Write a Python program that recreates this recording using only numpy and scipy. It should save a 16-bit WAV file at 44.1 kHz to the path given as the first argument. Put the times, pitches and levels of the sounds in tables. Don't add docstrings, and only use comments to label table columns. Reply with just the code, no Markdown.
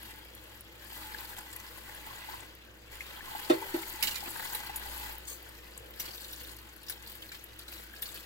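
import sys
import numpy as np
from scipy import signal
from scipy.fft import rfft, irfft, next_fast_len
from scipy.io import wavfile
from scipy.ndimage import map_coordinates

SR = 44100
rng = np.random.default_rng(int(sys.argv[2]) if len(sys.argv) > 2 else 0)


def master_out(mix):
    frames = np.transpose(np.atleast_2d(mix))
    ceiling = np.clip(frames, -1, 1)
    pcm = np.round(ceiling * 32767).astype(np.int16)
    wavfile.write(sys.argv[1], SR, pcm)


def gain_from_decibels(decibels):
    exponent = np.asarray(decibels, float) / 20
    return 10 ** exponent


N = 363825

# (time [s], impact level [dB], share plunging into suds [0-1])
JET = [(0.0, -53.5, 0.93), (0.14, -57.5, 0.91), (0.77, -58, 0.69), (1.02, -51.5, 0.97), (1.38, -52.5, 1),
       (1.48, -55, 0.98), (1.82, -54.5, 0.88), (2.3, -51.5, 1), (2.44, -55.5, 0.97), (2.57, -59.5, 0.6),
       (2.89, -59.5, 0.7), (2.93, -54, 0.78), (3.35, -50.5, 1), (5.05, -49.5, 1), (5.22, -56, 0.84),
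       (5.7, -57.5, 0.7), (6.6, -58.5, 0.82), (8.25, -57, 0.65)]
# (time [s], length [s], spray level [dB])
RINSES = [
    (0.036, 0.11, -59.5),
    (1.95, 0.29, -61.5),
    (3.262, 0.31, -58.5),
    (5.945, 0.62, -57),
    (6.79, 0.096, -65),
    (7.006, 0.3, -61.5),
    (7.692, .18, -59),
    (7.93, .4, -60.5),
]
# (frequency [Hz], width [Hz], level [dB])
POCKET = [(862, 51, -2.5), (987, 22, -8), (1060, 25, -9)]
# (frequency [Hz], width [Hz], level [dB])
THROAT = [(1530, 210, -1.5), (1997, 48, 3), (3260, 140, -7.5)]
# (frequency [Hz], width [Hz], level [dB])
SHALLOW_POCKET = [(1030, 170, 0)]
# (time [s], shallowness [0-1])
SHALLOWNESS = [(0, 0.4), (1.1, 0), (1.6, 1), (2.0, 0.7), (2.3, 0.64), (3.25, 0.9), (3.5, 0.1), (4.3, 0.3),
               (5.0, 0), (5.6, 0.6), (8.25, .5)]
# (frequency [Hz], density [dB/Hz])
SPLASH_SPECTRUM = [(680, -12), (1150, -7), (1210, -8), (1600, -2.5), (2010, -4), (2150, -5.5), (3260, -4),
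                   (3550, -7.5), (4250, -10), (5880, -19), (7000, -17), (9100, -105), (15400, -120)]
# (frequency [Hz], density [dB/Hz])
SPRAY_SPECTRUM = [(2650, -9.5), (4500, 0), (5910, -11), (7670, -3), (8360, -7), (8980, -7), (14200, 0),
                  (15800, -0.5), (16200, -48), (16500, -47)]
# (frequency [Hz], difference [dB])
WATER_LEAN = [(400, 2.5), (800, 0), (1500, 4), (3000, -2), (6000, 7), (10000, 9), (15000, 3.5)]
# (time [s], peak
# [dB], pitch [Hz])
GULPS = [(0.922, -34, 930), (3.498, -24, 790), (1.146, -21.5, 1650), (1.33, -31, 1630), (1.895, -29, 1950),
         (4.696, -28, 840), (2.07, -31.5, 910), (2.104, -32, 1100), (2.286, -29, 890), (2.336, -27, 987),
         (3.006, -20.5, 2140), (3.173, -36, 1005), (3.207, -28.5, 1770), (3.277, -28, 1060),
         (3.315, -30, 900), (3.35, -22.5, 870), (4.361, -25.5, 1600), (3.776, -33, 800), (3.833, -26, 2200),
         (4.024, -13, 2630), (4.227, -29, 850), (4.358, -30, 970), (4.451, -27, 953), (4.524, -28.5, 954),
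         (4.816, -31, 1640), (4.883, -39, 835), (6.898, -27, 1530), (7.317, -32, 1540), (7.938, -31, 1660),
         (8.027, -31, 1890)]
# (frequency [Hz], T60 [s])
WALLS = [(300, .08), (1500, .05), (6000, .03), (15000, .022)]
# (frequency [Hz], width [Hz], level [dB])
DRONE = [(107, 7.5, -67.5), (220.7, 14, -72.5), (313.3, 33.6, -64)]
# (frequency [Hz], density [dB/Hz])
ROOM_SPECTRUM = [(15, -60), (25, -40), (41, -1), (64, 23), (220, -18.5), (253, -24), (316, -67), (350, 40),
                 (381, -38), (615, -20), (1500, -25), (1950, -81), (3300, -120)]
# (time [s], peak [dB], pitch [Hz])
TICKS = [(0.0298, -38, 11900), (0.3501, -38, 13000), (0.5536, -46, 12800), (0.5771, -45, 12600),
         (0.6085, -34, 12400), (1.2067, -29, 15300), (1.515, -43, 7340), (1.5628, -31, 12300),
         (1.949, -37, 10200), (2.3196, -43, 12400), (2.4049, -39, 9200), (2.5506, -41, 13000),
         (2.9552, -42, 13600), (3.3992, -36, 11700), (3.6616, -41, 13400), (3.8995, -26, 12200),
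         (4.1071, -30, 14400), (4.2892, -34, 13900), (4.305, -31, 11700), (4.5336, -27, 13700),
         (4.6648, -33, 13900), (4.7964, -36, 12900), (4.861, -36, 11900), (4.9277, -40, 14700),
         (4.9474, -41, 13900), (4.9774, -34, 9610), (5.1223, -36, 14000), (5.1821, -30, 14700),
         (5.254, -43, 7550), (5.4256, -39, 13500), (5.4909, -40.5, 10300), (5.5523, -53, 11300),
         (5.6655, -56, 12200), (5.7069, -49, 12200), (5.7768, -32, 10200), (5.8411, -49, 13800),
         (5.8601, -47, 12900), (5.8874, -45, 12500), (5.9075, -39, 14100), (5.9604, -42, 13200),
         (6.1574, -33, 13800), (6.1724, -36, 11900), (6.3081, -46, 12800), (6.3305, -34, 14400),
         (6.3614, -39, 7850), (6.3819, -41, 13500), (6.4338, -39, 14000), (6.5665, -38, 11900),
         (6.6159, -42, 12400), (6.7635, -40, 13300), (6.8314, -42, 11700), (7.0249, -43, 7690),
         (7.0728, -40, 11200), (7.1147, -45, 13500), (7.1536, -34, 12100), (7.441, -32, 12700),
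         (7.5906, -38, 10200), (7.7184, -36, 13000), (8.0601, -37, 12500), (8.1434, -33, 12500)]
# (time [s], peak [dB], treble [dB], strongest ring [Hz])
CLINKS = [(1.03, -38, -20, 4700), (1.528, -29.5, -28, 7500), (3.256, -30, -28, 3300),
          (4.2903, -31, -16, 7980), (4.452, -29, -30, 3240), (4.5472, -21, -7, 3900),
          (4.665, -29, -25, 4400), (4.758, -26, -5, 7600), (5.094, -31, -14, 2490), (5.278, -28, -25, 7600),
          (5.997, -20.5, -11.5, 5940), (6.055, -25.5, -32, 4530), (6.241, -30, -27, 4300),
          (6.107, -32.5, -26, 4700), (6.281, -31, -30, 7600), (6.328, -30.5, -13, 3870),
          (6.4916, -34, -30, 4200), (6.565, -37, -20, 4400), (6.8828, -27.5, -30, 5130),
          (6.8967, -20.5, -9, 5600), (7.071, -33, -22, 4380), (7.116, -39, -6, 4450),
          (7.318, -26.5, -32, 2240), (7.345, -29.5, -32, 3100), (7.5918, -29.5, -18, 3960),
          (7.68, -31, -22, 4100), (7.736, -31.5, -16, 4100), (8.021, -22.5, -6, 3670),
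          (8.055, -27, -26, 4400), (8.1433, -31, -14, 4400), (2.1545, -35, -25, 6750),
          (5.547, -43, -25, 4350), (5.9356, -37, -22, 3600), (6.134, -40, -25, 4640),
          (6.146, -33, -28, 4600), (6.199, -36, -25, 4500), (6.2299, -35.5, -25, 4490),
          (6.3746, -39.5, -25, 4840), (6.5845, -36, -16, 4370), (6.8316, -37.5, -17, 3600),
          (6.8645, -35, -23, 4710), (7.136, -42, -25, 4690), (7.2202, -31, -27, 3160),
          (7.287, -35, -17, 4150), (7.391, -38, -25, 6100), (7.612, -36, -25, 4290),
          (7.7774, -35, -23, 3900), (7.9615, -36, -25, 4520), (8.0877, -31.5, -25, 3770),
          (8.155, -34, -28, 4470)]
# (time [s], peak [dB], treble [dB], strongest ring [Hz])
KNIFE = [
    (3.0051, -30.5, -32, 2610),
    (3.499, -41, -24, 3130),
    (4.0265, -10.5, -16, 2830),
    (4.0713, -14, -30, 3020),
    (4.1075, -23.5, -23, 2930),
    (4.1427, -26, -22, 2300),
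    (4.155, -21.5, -26, 4140),
    (4.166, -26, -27, 2290),
]
# (frequency [Hz], level [dB], T60 [s])
HANDLES = [(2250, -6, .1), (2676, 0, .12), (2880, -3, .1), (3241, -6, .07), (3950, -2, .1), (4300, -6, .1),
           (5286, -7, .08), (6207, -5, .05), (7095, -3, .04), (7550, -6, .05), (10010, -9, .06),
           (12230, -6, .06), (14710, -6, .05)]
# (frequency [Hz], width [Hz], level [dB])
TIPS = [(8880, 23, -9.5), (10300, 59, 3.5), (10950, 75, -14), (11200, 31, -2), (12400, 410, -1),
        (13000, 90, -19), (13700, 28, 2), (15200, 36, -4.5)]
# (frequency [Hz], width [Hz], level [dB])
TINES = [(4430, 70, -8), (6070, 63, -6), (6660, 27, -7), (7800, 36, -8), (8800, 75, -9), (10000, 24, -6),
         (11400, 53, -14), (12000, 35, -12), (12500, 31, -13), (14000, 29, -1), (14400, 27, -4),
         (15100, 62, -6)]
# (frequency [Hz], width [Hz], level [dB])
GRIT = [(7600, 3500, -15), (14600, 2500, -24)]
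# (time [s], peak [dB], clatter [dB], contact [s])
THUDS = [
    (2.43, -51, -18.5, 0.011),
    (3.502, -8.5, -31.5, 0.0098),
    (3.743, -20.5, -34.5, 0.01),
    (3.938, -45, -25, 0.0065),
    (4.259, -41.5, -15, 0.023),
    (6.08, -47.5, -8.5, 0.0064),
]
# (frequency [Hz], level [dB], T60 [s])
SHEET = [(215, -9, 0.085), (280, 4, 0.1), (342.5, 14.5, 0.1), (388, -12.5, 0.54), (327, 1.5, 0.23),
         (478, -5, 0.19), (491, 1, 0.081), (137, -23.5, 0.34), (620, 5, 0.115), (760, -11, 0.072),
         (890, -9, 0.11), (1318, 1.5, 0.058)]

LAG_S = 6.84 / 44100
SIDES = np.array([[1], [-1]])

GURGLE_DB, GURGLE_SWAY_DB = -0.5, 1
BLOCKED_DB = 38.5
SPRAY_DB, SPRAY_GROWTH = -59.5, 1.56
SHAKE_DB, SHAKE_T60_S = -29, 0.32
SLOSH_DB, SHUDDER_DB, SHUDDER_T60_S = -66, -31, 0.53
STIR_S, STIR_LENGTH_S, STIR_DB = 5.7, 0.64, -63
RINSE_EDGE_S, GULP_T60_S = 0.046, 0.032

MAINS_HZ, MAINS_DB, MAINS_SWAY_DB = 59.5, -59.2, 2.2
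SAG_S, SAG_LENGTH_S, SAG_DB = 4.36, 0.1, -9

TICK_T60_S, TICK_WIDTH_HZ, TICK_PAN_DB = 0.0023, 4400, 6
KNIFE_PAN_DB, KNIFE_HOLD_S, KNIFE_RING_DB = -9.5, 0.011, 5
HAND_PAN_DB, HAND_HOLD_S = 2.5, 0.005
RATTLE_T60_S, RISE_S = 0.046, 0.00085
SNAP_GAIN, SNAP_S = 2.5, 0.002
TIP_WIDTH_HZ, TIP_DB = 50, 11.5
SLIDE_S, SLIDE_DB = 5.27, -42
SLIDE_ATTACK_S, SLIDE_HOLD_S, SLIDE_T60_S = 0.012, 0.062, 0.12


def seconds(count=N):
    return np.arange(count) / SR


def unit(x):
    return x / np.sqrt(np.mean(x ** 2) + 1e-20)


def peaked(x):
    return x / np.abs(x).max()


def along(points, hz):
    f, v = np.transpose(points)
    return np.interp(np.log(hz + 1), np.log(f + 1), v)


def curves(rows):
    s, *cols = np.transpose(rows)
    return [np.interp(seconds(), s, c) for c in cols]


def wobble(rate_hz):
    knots = rng.standard_normal(int(N * rate_hz / SR) + 4)
    return map_coordinates(knots, [seconds() * rate_hz])


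def filtered(x, response):
    m = next_fast_len(x.shape[-1] + 2048, real=True)
    return irfft(rfft(x, m) * response(np.fft.rfftfreq(m, 1 / SR)), m)[..., :x.shape[-1]]


def resonant(modes):
    def response(f):
        return sum((-1) ** k * gain_from_decibels(db) * 1j * f * w / (c * c - f * f + 1j * f * w)
                   for k, (c, w, db) in enumerate(modes))
    return response


def place(out, s, sound):
    start = round(s * SR)
    out[..., start:start + sound.shape[-1]] += sound


def lagged(x):
    return filtered(x, lambda f: np.exp(1j * np.pi * f * LAG_S * SIDES))


def basin(x, wet, pan_db):
    hz, t, z = signal.stft(rng.standard_normal((2, SR // 16)), SR, nperseg=64)
    decay = gain_from_decibels(-60 * t / along(WALLS, hz)[:, None])
    tail = signal.istft(z * decay, SR, nperseg=64)[1]
    echo = signal.fftconvolve(x[None], tail / np.linalg.norm(tail[0]), axes=1)[:, :len(x)]
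    return gain_from_decibels(pan_db / 2 * SIDES) * (np.sqrt(1 - wet) * lagged(x) + np.sqrt(wet) * echo)


def wandering(x, wet, size):
    out = np.zeros((2, N + 6 * size))
    fade = np.hanning(size + 1)[:-1]
    x = np.pad(x, size)
    for i in range(0, N + size, size // 2):
        stretch = x[i:i + size] * fade[:len(x) - i]
        stretch = np.pad(stretch, (0, 3 * size))[:3 * size]
        out[:, i:i + 3 * size] += basin(stretch, wet, 0)
    return out[:, size:size + N]


def ports(alike):
    noise = rng.standard_normal((3, N))
    return np.sqrt(alike) * lagged(noise[0]) + np.sqrt(1 - alike) * noise[1:]


def bubbles(count, hz, spread, cycles, scatter_db, rise, size):
    when, pitch = rng.random(count), rng.standard_normal(count)
    luck = np.minimum(rng.exponential(1, count), 4)
    turns = np.clip(hz * np.exp(spread * pitch), 200, 17000)[:, None] * seconds(size)
    envelope = np.exp(-turns / cycles) * (1 - np.exp(-3 * turns))
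    grain = np.sin(2 * np.pi * turns * (1 + rise * turns / cycles)) * envelope
    grain = grain * gain_from_decibels(scatter_db * luck)[:, None]
    where = (when * N).astype(int)[:, None] + np.arange(size)
    return unit(np.bincount(where.ravel(), grain.ravel(), N + size)[:N])


def flat(x):
    return unit(filtered(x, lambda f: 1 / np.sqrt(np.interp(f, *signal.welch(x, SR, nperseg=256)) + 1e-9)))


def after(events, t60_s):
    t = seconds()
    return sum(gain_from_decibels(2 * (db - 60 * np.abs(t - s) / t60_s)) * (t > s) for s, db, *_ in events)


def rinsing():
    t = seconds()
    return sum(gain_from_decibels(2 * db) * np.clip(np.minimum(t - s, s + length - t) / RINSE_EDGE_S, 0, 1)
               for s, length, db in RINSES)


def flow():
    impact_db, plunge = curves(JET)
    gurgle_db = impact_db + GURGLE_DB - BLOCKED_DB * (1 - plunge) + GURGLE_SWAY_DB * wobble(13)
    shaken = gain_from_decibels(2 * SHAKE_DB) * after(KNIFE + CLINKS, SHAKE_T60_S) + rinsing()
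    splash = gain_from_decibels(2 * impact_db) + gain_from_decibels(2 * -2.5) * shaken
    jet_spray_db = SPRAY_DB + SPRAY_GROWTH * (impact_db + 54) + 2.2 * wobble(5.705)
    spray = gain_from_decibels(2.004 * jet_spray_db) + shaken
    slosh = gain_from_decibels(1.927 * (SLOSH_DB + 1.5 * wobble(5.1))) + gain_from_decibels(2 * SHUDDER_DB) * after(THUDS, SHUDDER_T60_S)
    stir = np.exp(-((seconds() - STIR_S) / STIR_LENGTH_S) ** 2)
    slosh = slosh + gain_from_decibels(1.97 * (STIR_DB + 2.5 * wobble(8))) * stir
    return gurgle_db, 10 * np.log10(splash), 10 * np.log10(spray), 10 * np.log10(slosh)


def layer(grain, db, colour, alike):
    grains = gain_from_decibels(db) * unit(filtered(flat(grain), colour))
    rush = gain_from_decibels(db + 1.1) * unit(filtered(ports(alike), colour))
    return grains, rush


def hollow(gurgle_db, patter, shallow):
    gulp = bubbles(count=3500, hz=920, spread=0.15, cycles=1.5, scatter_db=2.5, rise=0.03, size=300)
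    pocket, mouth = resonant(POCKET), resonant([(890, 330, 0)])
    db = gurgle_db + 2.2 * patter - 4.0 - 6.1 * shallow
    return layer(gulp, db, lambda f: pocket(f) * mouth(f), alike=0.8)


def throat(gurgle_db, patter):
    glugs = bubbles(count=1200, hz=1914, spread=0.24, cycles=1.5, scatter_db=3.5, rise=0.032, size=300)
    return layer(glugs, gurgle_db + 3.7 * patter - 8.0, lambda f: resonant(THROAT)(f) ** 2, alike=0.7)


def splash(splash_db, patter):
    drops = bubbles(count=5000, hz=2223, spread=0.483, cycles=2.3, scatter_db=0.0, rise=0.039, size=300)
    return layer(drops, splash_db + 0.5 * patter - 1.0, lambda f: gain_from_decibels(along(SPLASH_SPECTRUM, f)), alike=0.5)


def spray(spray_db, patter):
    foam = bubbles(count=9000, hz=9100, spread=0.6, cycles=1.5, scatter_db=5.5, rise=0.028, size=60)
    return layer(foam, spray_db + 1.22 * patter + 3.0, lambda f: gain_from_decibels(along(SPRAY_SPECTRUM, f)), alike=0.25)


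def water():
    gurgle_db, splash_db, spray_db, slosh_db = flow()
    surge_db, patter = 0.6 * wobble(9), 1.2 * wobble(90)
    shallow = curves(SHALLOWNESS)[0]
    layers = [hollow(gurgle_db + surge_db, patter, shallow), throat(gurgle_db + surge_db, patter),
              splash(splash_db + surge_db, patter), spray(spray_db + surge_db, patter)]
    caught = np.clip((splash_db - gurgle_db) / 11.7, 0, 1)
    pings = bubbles(count=800, hz=4400, spread=0.175, cycles=5, scatter_db=4, rise=0, size=500)
    grains = gain_from_decibels(spray_db - 1.5) * caught * pings + sum(g for g, _ in layers)
    slosh = unit(filtered(ports(0.02), lambda f: resonant([(490, 170, 0)])(f) ** 2))
    both = gain_from_decibels(slosh_db - 1.0 + 1.8 * wobble(25)) * slosh + sum(rush for _, rush in layers)
    shallow_rush = unit(filtered(ports(1.0), lambda f: resonant(SHALLOW_POCKET)(f) ** 2))
    both = both + gain_from_decibels(gurgle_db + surge_db + 1.5 * patter - 5.0) * shallow * shallow_rush
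    both = both + wandering(grains, wet=0.75, size=8192) + basin(gulps(), wet=0.57, pan_db=0.5)
    return filtered(both, lambda f: gain_from_decibels(along(WATER_LEAN, f) / 2 * SIDES))


def kitchen():
    noise = rng.standard_normal((3, N))
    near = noise[0] + 0.45 * noise[1:]
    drone = sum(gain_from_decibels(db) * unit(filtered(near, resonant([(hz, width, 0)]))) for hz, width, db in DRONE)
    sag_db = SAG_DB * np.exp(-((seconds() - SAG_S) / SAG_LENGTH_S) ** 2)
    mains_db = MAINS_DB + MAINS_SWAY_DB * wobble(3.7) + sag_db + 4.5
    mains = gain_from_decibels(mains_db) * np.sin(2 * np.pi * MAINS_HZ * seconds() + 0.25 * wobble(12))
    rumble = unit(filtered(near, lambda f: gain_from_decibels(np.minimum(along(ROOM_SPECTRUM, f), -12))))
    return mains + drone + gain_from_decibels(-66) * rumble


def ticks():
    out, t = np.zeros((2, N + SR)), seconds(SR // 40)
    for s, db, hz in TICKS:
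        crack = rng.standard_normal(len(t)) * gain_from_decibels(-60 * t / TICK_T60_S)
        crack = filtered(crack, lambda f: resonant([(hz, TICK_WIDTH_HZ, 0)])(f) ** 2)
        spit = basin(crack, wet=0.8, pan_db=TICK_PAN_DB)
        place(out, s, gain_from_decibels(db - 1.0) * spit / np.abs(spit.mean(axis=0)).max())
    return out[:, :N]


def gulps():
    out, t = np.zeros(N + SR), seconds(SR // 8)
    for s, db, hz in GULPS:
        swell = gain_from_decibels(db - 6.0 - 60 * t * hz / 900 / GULP_T60_S) * (1 - np.exp(-t / 0.00047))
        place(out, s, swell * np.sin(2 * np.pi * hz * t * (0.982 + 0.61 * t)))
    return out[:N]


def rattle(hard, hold_s):
    t = seconds(35 * 160)
    bounces = gain_from_decibels(3.5 * np.repeat(rng.standard_normal(160), 35))
    rise = 1 - np.exp(-t / (RISE_S * (1.05 - hard)))
    snap = 1 + SNAP_GAIN * hard ** 2 * np.exp(-t / SNAP_S)
    decay = gain_from_decibels(-60 * np.maximum(t - hold_s * hard, 0) / (RATTLE_T60_S * (1 + 0.78 * hard)))
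    return rng.standard_normal(len(t)) * bounces * rise * snap * decay


def clink(db, treble_db, hz, hold_s, ring_db):
    hard = np.clip((db + 31) / 22, 0, 1)
    crack = rattle(hard, hold_s)
    handles = resonant([(c, 60 + 9 / t60_s, level + 16 * hard - 6 + ring_db * (c < 3000))
                        for c, level, t60_s in HANDLES if c < 8500])
    tips = resonant([(c, TIP_WIDTH_HZ, level + TIP_DB - ring_db + rng.normal(0, 3)) for c, _, level in TIPS])
    broad = resonant([(3300, 4000, 12 * hard - 3.5)])
    favoured = resonant([(hz, 300, 11 - 5 * hard)])
    treble = resonant([(11500, 11000, 0)])
    body = filtered(crack, lambda f: broad(f) * f ** 2 / (f ** 2 + 1900 ** 2) + favoured(f) + handles(f))
    edge = filtered(crack, lambda f: treble(f) ** 2 + tips(f))
    return gain_from_decibels(db - 4.5) * (peaked(body) + gain_from_decibels(treble_db + 12.0) * peaked(edge))


def slide():
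    corners_s = SLIDE_S + np.cumsum([0, SLIDE_ATTACK_S, SLIDE_HOLD_S, SLIDE_T60_S])
    swell_db = np.interp(seconds(), corners_s, [-2, 1.0, -4.5, -71], left=-90)
    rub = gain_from_decibels(swell_db + SLIDE_DB + 1.5 * wobble(200)) * rng.standard_normal(N)
    tines = resonant([(c, 1.3 * w, db - 2.5 * (c < 13000)) for c, w, db in TINES] + GRIT)
    steady = np.std(filtered(rng.standard_normal(N), tines))
    return basin(filtered(rub, tines) / steady, wet=1.0, pan_db=5.5)


def cutlery():
    out = np.zeros((2, N + SR))
    for rows, pan_db, hold_s, ring_db in [(CLINKS, HAND_PAN_DB, HAND_HOLD_S, 0),
                                          (KNIFE, KNIFE_PAN_DB, KNIFE_HOLD_S, KNIFE_RING_DB)]:
        for s, db, treble_db, hz in rows:
            hit = clink(db, treble_db, hz, hold_s, ring_db)
            place(out, s, basin(hit, wet=0.54, pan_db=pan_db))
    return out[:, :N] + slide()


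def drainer():
    out, t = np.zeros((2, N + SR)), seconds(SR // 2)
    handle = resonant([(1060, 4400, 6.1), (3100, 1370, 10.8), (4400, 230, 9.4)])
    for s, db, clatter_db, contact_s in THUDS:
        upper = gain_from_decibels(0.5 * (clatter_db + db + 52.0)) * np.array([[-0.6], [1.3]])
        ring = 0
        for k, (hz, level_db, t60_s) in enumerate(SHEET):
            mode = gain_from_decibels(level_db - 60 * t / t60_s) * np.sin(2 * np.pi * hz * t)
            ring = ring + (-1) ** k * (upper if hz > 450 else 1) * mode
        ring = ring * (1 - np.exp(-(t / contact_s) ** 2))
        chatter = filtered(rng.standard_normal(len(t)) * gain_from_decibels(-60 * t / 0.17), handle)
        clatter = basin(peaked(chatter), wet=0.99, pan_db=-1.5)
        hit = peaked(ring) + gain_from_decibels(clatter_db + 20.0) * clatter
        place(out, s - 0.005, gain_from_decibels(db + 0.5 + 0.7 * SIDES) * hit)
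    return out[:, :N]


def scene():
    return water() + kitchen() + ticks() + cutlery() + drainer()


def band_limit(x):
    return signal.sosfilt(signal.butter(12, 16980, fs=SR, output="sos"), x)


def record(dry):
    mix = filtered(dry, lambda f: gain_from_decibels(np.where(f < 16000, 0, -40)))
    return band_limit(mix)


dry = scene()
out = record(dry)
master_out(out)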